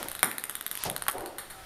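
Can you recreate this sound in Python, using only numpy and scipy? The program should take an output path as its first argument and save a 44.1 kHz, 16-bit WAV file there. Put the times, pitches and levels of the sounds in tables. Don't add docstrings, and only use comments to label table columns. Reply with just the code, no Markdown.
import sys
import numpy as np
from scipy import signal
from scipy.fft import rfft, irfft, next_fast_len
from scipy.io import wavfile
from scipy.ndimage import map_coordinates

SR = 44100
rng = np.random.default_rng(int(sys.argv[2]) if len(sys.argv) > 2 else 0)


def persist_wave(psi):
    counts = np.round(np.clip(psi, -1, 1) * 32767).astype(np.int16)
    wavfile.write(sys.argv[1], SR, np.atleast_2d(counts).T)


N = 72765


def undb(db):
    return 10 ** (np.asarray(db) / 20)


def unit(x):
    return x / np.sqrt(np.mean(x ** 2))


def at_time(points, t):
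    return np.interp(t, *np.array(points).T)


def at_hz(points, hz, column=1):
    table = np.array(points, float)
    return np.interp(np.log(np.maximum(hz, 1)), np.log(table[:, 0]), table[:, column])


def colour(x, points):
    size = next_fast_len(2 * N)
    size += size % 2
    cepstrum = irfft(np.log(undb(at_hz(points, np.fft.rfftfreq(size, 1 / SR)))))
    cepstrum[1:size // 2] *= 2
    cepstrum[size // 2 + 1:] = 0
    return irfft(rfft(x, size) * np.exp(rfft(cepstrum)))[:len(x)]


def noise(points):
    return unit(colour(rng.standard_normal(N), points))


def fade(t, t60):
    return (t >= 0) * np.exp(-np.log(1000) * np.maximum(t, 0) / t60)


def ringing(t, modes, chance=None, scatter_db=2.5, detune=.004):
    hz, db, t60 = np.array(modes).T[:, :, None]
    strength, tuning = (0, 0) if chance is None else chance[:, :, None]
    tones = np.sin(2 * np.pi * hz * (1 + detune * tuning) * t)
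    return (undb(db + scatter_db * strength) * fade(t, t60) * tones).sum(0)


def add(out, x, start):
    i = max(int(round(start * SR)), 0)
    out[i:i + len(x)] += x[:max(len(out) - i, 0)]


# f/Hz, level/dB
AIR_COLOUR = [(59, -59), (100, 1.5), (752, 9), (1170, 4.5), (1330, 9), (2690, 2), (3320, 2), (6560, -4.5),
              (9210, -6.5), (12900, -5.5), (16000, 4)]
RUMBLE_COLOUR = [(15, 0.5), (40, 0.5), (70, -5.5), (120, -5), (500, -43)]
# t/s, level/dB
AIR_LEVEL = [(0, -37.5), (.2, -48), (.45, -48), (0.651, -47.5), (0.783, -51), (1.001, -45), (1.331, -51.5),
             (1.65, -46)]
RUMBLE_LEVEL = [(0, -56), (.2, -57), (.3, -73), (0.701, -63), (.9, -55), (1.041, -54), (1.11, -61),
                (1.195, -48.5), (1.25, -62), (1.65, -54)]
def background(t):
    air = noise(AIR_COLOUR) * undb(at_time(AIR_LEVEL, t))
    rumble = noise(RUMBLE_COLOUR) * undb(at_time(RUMBLE_LEVEL, t))
    return air + rumble


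# t/s, level/dB, attack/s, t60/s, bass against the step/dB
STEPS = [(.0, -40.5, 0.007, 0.35, -7.5), (.04, -42, 0.021, 0.23, -19), (1.124, -35.5, 0.031, 0.74, -38),
         (1.163, -39.5, 0.0079, 0.67, -32), (1.225, -41, 0.0045, 0.71, -24)]
# f/Hz, width/Hz, level/dB
STEP_RESONANCES = [(348, 50, 1), (440, 120, -6), (553, 45, 1), (757, 70, -3), (900, 200, -9),
                   (1350, 400, -21)]
# f/Hz, level/dB
STEP_BASS = [(40, -25), (90, -15), (140, -7), (230, 11), (330, -10), (800, -25)]
def paws(t):
    bass = noise(STEP_BASS)
    hollow = np.zeros(N)
    for hz, width, db in STEP_RESONANCES:
        resonance = signal.iirpeak(hz, hz / width, fs=SR)
        hollow += undb(db) * signal.lfilter(*resonance, rng.standard_normal(N))
    hollow = signal.sosfilt(signal.butter(2, 1700, fs=SR, output="sos"), unit(hollow))
    hollow_power, bass_power = np.zeros((2, N))
    for start, db, attack, t60, bass_db in STEPS:
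        env = np.clip((t - start) / attack, 0, 1) * fade(np.maximum(t - start - attack, 0), t60)
        hollow_power += (undb(db) * env) ** 2
        bass_power += (undb(db + bass_db) * env) ** 2
    return hollow * np.sqrt(hollow_power) + bass * np.sqrt(bass_power)


def pock(t, contact_s, ring_over_pock_db, softening=.9):
    push = np.sin(np.pi * np.minimum(t / contact_s, 1))
    pulse = signal.lfilter(*signal.butter(1, 3000, fs=SR), np.diff(push, 2, prepend=[0, 0]))
    edge_hz = min(21000 * undb(softening * ring_over_pock_db), SR / 3)
    return signal.lfilter(*signal.butter(1, edge_hz, fs=SR), pulse / np.abs(pulse).max())


# f/Hz, level/dB, t60/s
SHELL_MODES = [(8800, -7, .004), (9300, -4.5, .008), (9440, -5, .011), (10400, -4, .009), (10620, -6, .007),
               (11100, -4, .006), (11480, -3, .007), (11950, -2, .0055), (12380, -2, .006),
               (12720, -3, .005), (13300, -8, .003)]
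# t/s, tilt/(dB per kHz)
MODE_TILT = [(.2, 2.2), (.55, 1.1), (.67, 4.5), (.9, 2), (.96, 0.5), (1.4, 0.5)]
def shell_ring(t, start, contact_s, chance, lift_off_db=-2.5):
    tilt, lowest_hz = at_time(MODE_TILT, start), SHELL_MODES[0][0]
    modes = [(hz, db + tilt * (hz - lowest_hz) / 1000, t60) for hz, db, t60 in SHELL_MODES]
    ring = ringing(t, modes, chance) + undb(lift_off_db) * ringing(t - contact_s, modes, chance)
    return 3 * ring / np.linalg.norm(ring)


# f/Hz, level/dB, t60/s
TILE_MODES = [(3350, 0, .008), (3650, 2, .011), (3850, -1, .008)]
# t/s, pitch factor
TILE_TUNING = [(.38, 1.06), (.5, .95), (.7, 1.0), (.775, .88), (.9, .98), (.964, 1.13)]
def tile_clack(t, start, chance):
    clack = ringing(t * at_time(TILE_TUNING, start), TILE_MODES, chance)
    return clack / np.abs(clack).max()


# t/s, pock/dB, ring/dB, contact/ms, room send/dB, clack/dB
CONTACTS = [(0.029, -21, -20.5, 0.64, -7, -26), (.085, -26, -18, .47, -4, -28),
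            (0.1157, -22.5, -20.5, 0.64, -2.5, -32), (.1512, -24.5, -22, 0.62, 4, -30),
            (0.1927, -26.5, -23, 0.44, 2.5, -27.5), (.2300, -0.5, -3, .55, 1, -29),
            (.3143, -17, -21, 0.4, -1.5, -29), (.3826, -19, -16, 0.47, 0, -26),
            (0.4391, -20, -17, 0.42, 0, -29.5), (0.4963, -21, -18, 0.62, 2.5, -33),
            (.5534, -23, -17.5, 0.54, .5, -26.5), (.6107, -23.5, -19.5, 0.58, -10, -29),
            (0.6644, -19.5, -14, 0.5, -3.5, -24), (0.7138, -22.5, -15, 0.56, 1, -29.5),
            (0.7534, -24, -19.5, 0.42, -6, -32.5), (0.7743, -33, -20, 0.47, -3.5, -26.5),
            (.8373, -24.5, -13, 0.5, -6, -25.5), (0.8994, -25, -15, 0.46, -5.5, -21),
            (.964, -18, -16, 0.6, -6.5, -22.5), (1.0221, -17, -19.5, 0.63, -5, -28),
            (1.066, -15.5, -31.5, 0.69, -2.5, -63), (1.083, -6, -8.5, 0.59, -4.5, -21),
            (1.1123, -36, -24, 0.744, -4, -45), (1.1196, -42, -24.5, .6, -15, -50),
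            (1.1824, -24, -28, 0.95, -3, -38), (1.2074, -25.5, -29.5, 0.605, 3.5, -39.5),
            (1.2600, -25, -25, 0.69, 3.5, -33.5), (1.384, -23, -22.5, 0.57, 10, -33.5),
            (1.5005, -37, -37, 0.55, 19.5, -50.5)]
# f/Hz, level/dB
POCK_COLOUR = [(100, -30), (400, -7), (800, -1), (2000, 0), (3000, -5.5), (4700, -8.5), (7000, -8),
               (16000, -7)]
def ball(t, ring_send_db=-1):
    direct, room_send = np.zeros((2, N))
    age = t[:SR // 20]
    n_shell = len(SHELL_MODES)
    chances = rng.standard_normal((len(CONTACTS), 2, n_shell + len(TILE_MODES)))
    pock_response = colour(np.eye(1, len(age))[0], POCK_COLOUR)
    for (start, pock_db, ring_db, contact_ms, room_db, clack_db), chance in zip(CONTACTS, chances):
        contact_s = contact_ms / 1000
        pulse = signal.fftconvolve(pock(age, contact_s, ring_db - pock_db), pock_response)[:len(age)]
        ring = undb(ring_db) * shell_ring(age, start, contact_s, chance[:, :n_shell])
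        blow = undb(pock_db) * pulse + undb(clack_db) * tile_clack(age, start, chance[:, n_shell:])
        add(direct, blow + ring, start)
        add(room_send, (blow + undb(ring_send_db) * ring) * undb(room_db), start)
    return direct, room_send


# f/Hz, level/dB
CEILING_COLOUR = [(200, -6), (2000, -5.5), (6000, -2.5), (11000, -2), (16000, 0)]
# t/s, delay/s
ROUND_TRIP = [(.2, .0139), (.45, .0144), (.85, .0147), (1.05, .0156)]
def flutter(x, t, trips=7, ceiling_db=-8.5, per_trip_db=-3):
    echo, trip_s = colour(x, CEILING_COLOUR), at_time(ROUND_TRIP, t)
    out = np.zeros(N)
    for k in range(trips):
        delayed = map_coordinates(echo, [(t - (k + 1) * trip_s) * SR])
        out += delayed * undb(ceiling_db + k * per_trip_db) / (k + 1)
    return out


# f/Hz, level/dB, t60/s
ROOM_TAIL = [(145, -2.5, 0.67), (460, 6, 0.77), (1200, -7.5, 0.46), (3400, -5, 0.46), (6350, -6.5, 0.22),
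             (9000, -5, 0.55), (12600, -13, 0.28)]
def room(x, t, early_db=-8.5):
    edges = np.geomspace(60, 18000, 18)
    white, hz = rfft(rng.standard_normal(N)), np.fft.rfftfreq(N, 1 / SR)
    tail = np.zeros(N)
    for lo, hi in zip(edges, edges[1:]):
        centre = np.sqrt(lo * hi)
        band = irfft(white * (hz >= lo) * (hz < hi), N)
        env = fade(t - .004, at_hz(ROOM_TAIL, centre, column=2))
        tail += band * env / np.linalg.norm(env) * undb(at_hz(ROOM_TAIL, centre))
    early = rng.standard_normal(N) * fade(t - .0015, t60=.049)
    return signal.fftconvolve(x, tail + undb(early_db) * early / np.linalg.norm(early))[:N]


# t/s, clatter/dB, bass against the clatter/dB, clatter t60/s
HARD_KNOCKS = [(0.2309, -31, -6, 0.11), (1.0864, -26, -27, 0.056)]
# f/Hz, level/dB
CLATTER_COLOUR = [(400, -14), (750, -2.5), (1000, -4.5), (1400, 1.5), (2250, -6.5), (2750, -3), (3600, -15),
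                  (6000, -18.5), (12000, -16)]
THUD_COLOUR = [(50, -32), (120, -2.5), (400, 6), (1200, -47)]
# f/Hz, level/dB, t60/s
STRUCK_MODES = [
    [(757, -26.5, 0.055), (1680, -44, 0.042), (2160, -12, 0.0097), (3230, -22.5, 0.021), (3550, -27, 0.029)],
    [(850, -37, 0.035), (1140, -29.5, 0.08), (1328, -31.5, 0.088), (1683, -39, 0.13), (3230, -30.5, 0.037)],
]
BOOM_MODES = [(232, 3, .55), (252, -3, .4), (372, -5, .25)]
def knocks(t, boom_db=-6, bass_rise_s=.004):
    clatter, thud, out = noise(CLATTER_COLOUR), noise(THUD_COLOUR), np.zeros(N)
    low_cut = signal.butter(2, 400, "high", fs=SR)
    for (start, db, bass_db, t60), modes in zip(HARD_KNOCKS, STRUCK_MODES):
        age = t - start
        bass = thud * fade(age, t60=.36) + undb(boom_db) * ringing(age, BOOM_MODES)
        out += undb(db + bass_db) * bass * np.clip(age / bass_rise_s, 0, 1)
        out += signal.lfilter(*low_cut, ringing(age, modes) + undb(db) * clatter * fade(age, t60))
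    return out


# f/Hz, level/dB
FUR_COLOUR = [(200, -20), (1000, 12.5), (2000, 5.5), (4500, 9.5), (10000, -2), (16000, -52)]
def brush(t, peak_s=.866, rise_s=.076, fall_s=.017, peak_db=-36.5):
    env = np.exp(-np.maximum((peak_s - t) / rise_s, (t - peak_s) / fall_s))
    return undb(peak_db) * env * noise(FUR_COLOUR)


# f/Hz, level/dB
LANDING_COLOUR = [(50, -14), (100, -5.5), (140, 6.5), (320, -10), (560, 2), (760, -2.5), (950, -9.5),
                  (3000, -30.5)]
def landing(t, start_s=.853, rise_s=.0044, slap_db=-35, boom_db=-29.5):
    age = t - start_s
    env = undb(slap_db) * fade(age, t60=.039) + undb(boom_db) * fade(age, t60=.42)
    return np.clip(age / rise_s, 0, 1) * env * noise(LANDING_COLOUR)


# f/Hz, level/dB
RING_TONES = [(765, -47), (1305, -49)]
def faint_ring(t, start_s=1.52, rise_s=.052):
    env = np.clip((t - start_s) / rise_s, 0, 1) * fade(t - start_s, t60=1.0)
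    return env * sum(undb(db) * np.sin(2 * np.pi * hz * t) for hz, db in RING_TONES)


def scene():
    t = np.arange(N) / SR
    direct, room_send = ball(t)
    ball_in_room = direct + flutter(direct, t) + room(room_send, t) + knocks(t) + faint_ring(t)
    cat = paws(t) + landing(t) + brush(t)
    return (ball_in_room + cat + background(t))[None]


# f/Hz, level/dB
TREBLE_COLOUR = [(9000, 0), (9500, 9.5), (10000, -3), (10400, 4), (13500, -2), (14600, -12), (15300, -12),
                 (16000, -30)]
def record(dry, top_hz=15600):
    rounded = np.tanh(colour(dry[0], TREBLE_COLOUR))
    return signal.sosfilt(signal.ellip(8, .2, 70, top_hz, fs=SR, output="sos"), rounded)[None]


dry = scene()
out = record(dry)
persist_wave(out)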